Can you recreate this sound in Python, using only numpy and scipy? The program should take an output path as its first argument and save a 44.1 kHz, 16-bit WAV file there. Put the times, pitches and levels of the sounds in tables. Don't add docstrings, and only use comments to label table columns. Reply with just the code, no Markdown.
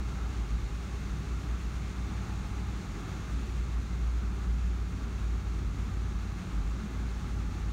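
import sys
import numpy as np
from scipy import signal
from scipy.fft import rfft, irfft
from scipy.io import wavfile

SR = 44100
rng = np.random.default_rng(int(sys.argv[2]) if len(sys.argv) > 2 else 0)


def transcribe(u):
    v = np.clip(np.atleast_2d(u).T, -1, 1)
    q = np.round(v * 32767).astype(np.int16)
    wavfile.write(sys.argv[1], SR, q)


N = 340452


def undb(db):
    return 10 ** (np.asarray(db) / 20)


def unit(x):
    return x / np.sqrt(np.mean(x ** 2))


def controls(table):
    times_s, *columns = np.transpose(table)
    t = np.arange(N) / SR
    return [np.interp(t, times_s, column) for column in columns]


def wander(rate_hz):
    f = np.arange(N // 2 + 1) * SR / N
    spectrum = rfft(rng.standard_normal(N))
    return unit(irfft(spectrum * np.exp(-(f / rate_hz) ** 2), N))


def swell(at_s, half_s):
    t = np.arange(N) / SR
    return np.exp(-((t - at_s) / half_s) ** 2)


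def colour(x, points):
    hz, db = np.transpose(points)
    f = np.maximum(np.arange(N // 2 + 1) * SR / N, 1)
    curve_db = np.interp(np.log(f), np.log(hz), db)
    low_cut = np.minimum(f / hz[0], 1) ** 2
    return unit(irfft(rfft(x) * undb(curve_db) * low_cut, N))


def resonate(x, hz, width_hz):
    b, a = signal.iirpeak(hz, hz / width_hz, fs=SR)
    return unit(signal.lfilter(b, a, x))


def cabin(x, count=40, longest_s=0.06, decay_s=0.053):
    echo_db = -25
    lags_s = rng.uniform(longest_s / 10, longest_s, count)
    signs = rng.choice([-1, 1], count)
    response = np.zeros(SR // 2)
    response[0] = 1
    response[(lags_s * SR).astype(int)] = undb(echo_db) * np.exp(-lags_s / decay_s) * signs
    return signal.fftconvolve(x, response / np.linalg.norm(response))[:N]


# (frequency [Hz], relative level [dB per Hz])
VENT_SPECTRUM = [(500, 0.5), (1900, 3.5), (2300, 4), (2720, 3.5), (2930, -1), (3600, 1), (4500, -1),
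                 (4900, -5.5), (6000, -2), (7000, -2), (7600, -9.5), (9200, -11), (10300, -21.5),
                 (15800, -23.5)]
# (frequency [Hz], width [Hz], level against the hiss [dB])
DUCT_RESONANCES = [(2127, 65, -12.5), (11500, 700, -28.5)]
# (time [s], hiss level [dB])
AIR_LEVEL = [(0, -53), (2.8, -53.5), (4.3, -54), (5.8, -54.5), (7.72, -54)]


def vents():
    air_db, = controls(AIR_LEVEL)
    hiss = colour(rng.standard_normal(N), VENT_SPECTRUM) * undb(0.52 * wander(17))
    ducts = sum(undb(db) * resonate(rng.standard_normal(N), hz, width_hz)
                for hz, width_hz, db in DUCT_RESONANCES)
    return (hiss + ducts) * undb(air_db)


def driveline():
    hum_hz, hum_db = 54.3, -46.5
    turn = 2 * np.pi * hum_hz * np.arange(N) / SR + 0.5 * wander(1.3)
    return unit(np.sin(turn)) * undb(hum_db)


# (time [s], first order level [dB], second order level [dB])
ACCESSORY_LEVELS = [(0, -52, -55), (2.7, -44.0, -49.5), (3.0, -53.5, -64), (4.7, -43, -48),
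                    (5.2, -42.5, -54.5), (6.0, -40.5, -51.5), (6.8, -48, -48.5), (7.72, -41, -55)]


def accessory(phase):
    belt_ratio = 1.605
    turn = belt_ratio * phase + 0.24 * wander(3.8)
    first_db, second_db = controls(ACCESSORY_LEVELS)
    first = unit(np.sin(turn) * undb(2.0 * wander(18)))
    second = unit(np.sin(2 * turn) * undb(2.5 * wander(12)))
    return undb(first_db) * first + undb(second_db) * second


RUMBLE_DB, ROAR_DB = -39.5, -53
BODY_WIDTH_HZ = 8.2
# (frequency [Hz], relative level [dB per Hz])
BODY_SPECTRUM = [(23, -30), (37, 1), (51, 10), (67, -4), (80, 2.5), (110, -1.5), (140, -2), (212, -3),
                 (240, -9.5), (275, -7.5), (320, -10.5), (405, -12), (500, -23.5), (900, -54.5)]
# (frequency [Hz], relative level [dB per Hz])
TREAD_SPECTRUM = [(300, -17.5), (520, -7.5), (670, -6.5), (770, -2.5), (920, -7), (1030, -5.5),
                  (1130, -0.5), (1350, -1), (1480, -5), (1700, -7), (1950, -17), (2600, -21), (5000, -41)]
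# (time [s], level [dB])
SINGING_LEVEL = [(0, -60), (1.7, -71), (2.3, -56.5), (3.6, -70), (6.0, -65), (6.9, -63.5), (7.72, -62)]
# (centre time [s], half length [s], rise of the roar [dB])
COARSE_PATCHES = [(.23, .11, 2), (1.5, 0.067, 2.5), (2.2, 0.18, 2), (2.744, .05, 1.5), (3.1, .14, 2),
                  (3.76, .07, 1.5), (4.252, 0.099, 1), (4.445, .03, 3), (6.5, .14, 0.2)]
# (centre time [s], half length [s], resonance [Hz], level at the crest [dB])
ROAD_BUMPS = [(.52, .13, 50.4, -38), (4.33, 0.16, 208.4, -47), (5.63, 0.089, 49.2, -38),
              (6.612, 0.073, 52, -32), (6.82, 0.062, 208, -42)]


def tyres():
    rumble = colour(rng.standard_normal(N), BODY_SPECTRUM)
    rocking = sum(resonate(rumble, hz, BODY_WIDTH_HZ) * swell(at_s, half_s) * undb(db)
                  for at_s, half_s, hz, db in ROAD_BUMPS)
    coarse_db = sum(rise_db * swell(at_s, half_s) for at_s, half_s, rise_db in COARSE_PATCHES)
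    roar = colour(rng.standard_normal(N), TREAD_SPECTRUM) * undb(0.54 * wander(27))
    singing_db, = controls(SINGING_LEVEL)
    singing = resonate(rng.standard_normal(N), hz=833, width_hz=28)
    body = rumble * undb(RUMBLE_DB) + rocking
    tread = roar * undb(ROAR_DB + coarse_db) + singing * undb(singing_db)
    return body + tread


CRUISE_HZ, LUG_DB_PER_HZ = 58.6, 0.93
# (time [s], level [dB])
BOOM_LEVEL = [(0, -34.5), (1.9, -37.5), (2.78, -36), (2.88, -48), (3.08, -54), (3.2, -38.5), (3.42, -32),
              (3.9, -34.5), (4.0, -29.5), (4.65, -30), (5.0, -35), (5.27, -32.5), (6.22, -35.5), (6.4, -53),
              (6.56, -35), (7.72, -36.5)]
# (multiple of the firing rate, level at the cruise firing rate [dB])
ENGINE_OVERTONES = [(1.499, -60), (2, -54.5), (2.25, -56.5), (2.5, -55), (3, -56), (4, -63.5), (4.5, -61.5)]


def engine(phase, firing_hz):
    boom_db, = controls(BOOM_LEVEL)
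    uneven = phase + 0.095 * wander(10)
    boom = unit(np.sin(uneven) * undb(1.57 * wander(11))) * undb(boom_db)
    overtones = sum(unit(np.sin(multiple * uneven) * undb(4.6 * wander(3.3))) * undb(db)
                    for multiple, db in ENGINE_OVERTONES)
    labouring_db = LUG_DB_PER_HZ * (CRUISE_HZ - firing_hz)
    return boom + overtones * undb(labouring_db)


# (time [s], firing rate [Hz])
FIRING_RATE = [(0, 59.07), (.5, 59.6), (2.7, 60.11), (3.25, 58.82), (5.2, 58.14), (5.65, 56.35),
               (6.4, 56.03), (6.8, 57.42), (7.72, 56.9)]


def scene():
    firing_hz, = controls(FIRING_RATE)
    phase = 2 * np.pi * np.cumsum(firing_hz) / SR
    background = cabin(vents()) + driveline() + accessory(phase)
    mix = background + tyres() + engine(phase, firing_hz)
    return mix[None]


def gain_control(x):
    pivot_db, ratio, lag_s = -31.5, 1.28, 0.15
    keep = np.exp(-1 / (lag_s * SR))
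    power = (x / undb(pivot_db)) ** 2
    start = np.mean(power[:, :SR // 2])
    recent, _ = signal.lfilter([1 - keep], [1, -keep], power, zi=[[start]])
    return x * np.sqrt(recent) ** (1 / ratio - 1)


def record(dry):
    top_hz = 15750
    low_pass = signal.ellip(10, 0.2, 80, top_hz, fs=SR, output="sos")
    return signal.sosfilt(low_pass, gain_control(dry))


dry = scene()
out = record(dry)
transcribe(out)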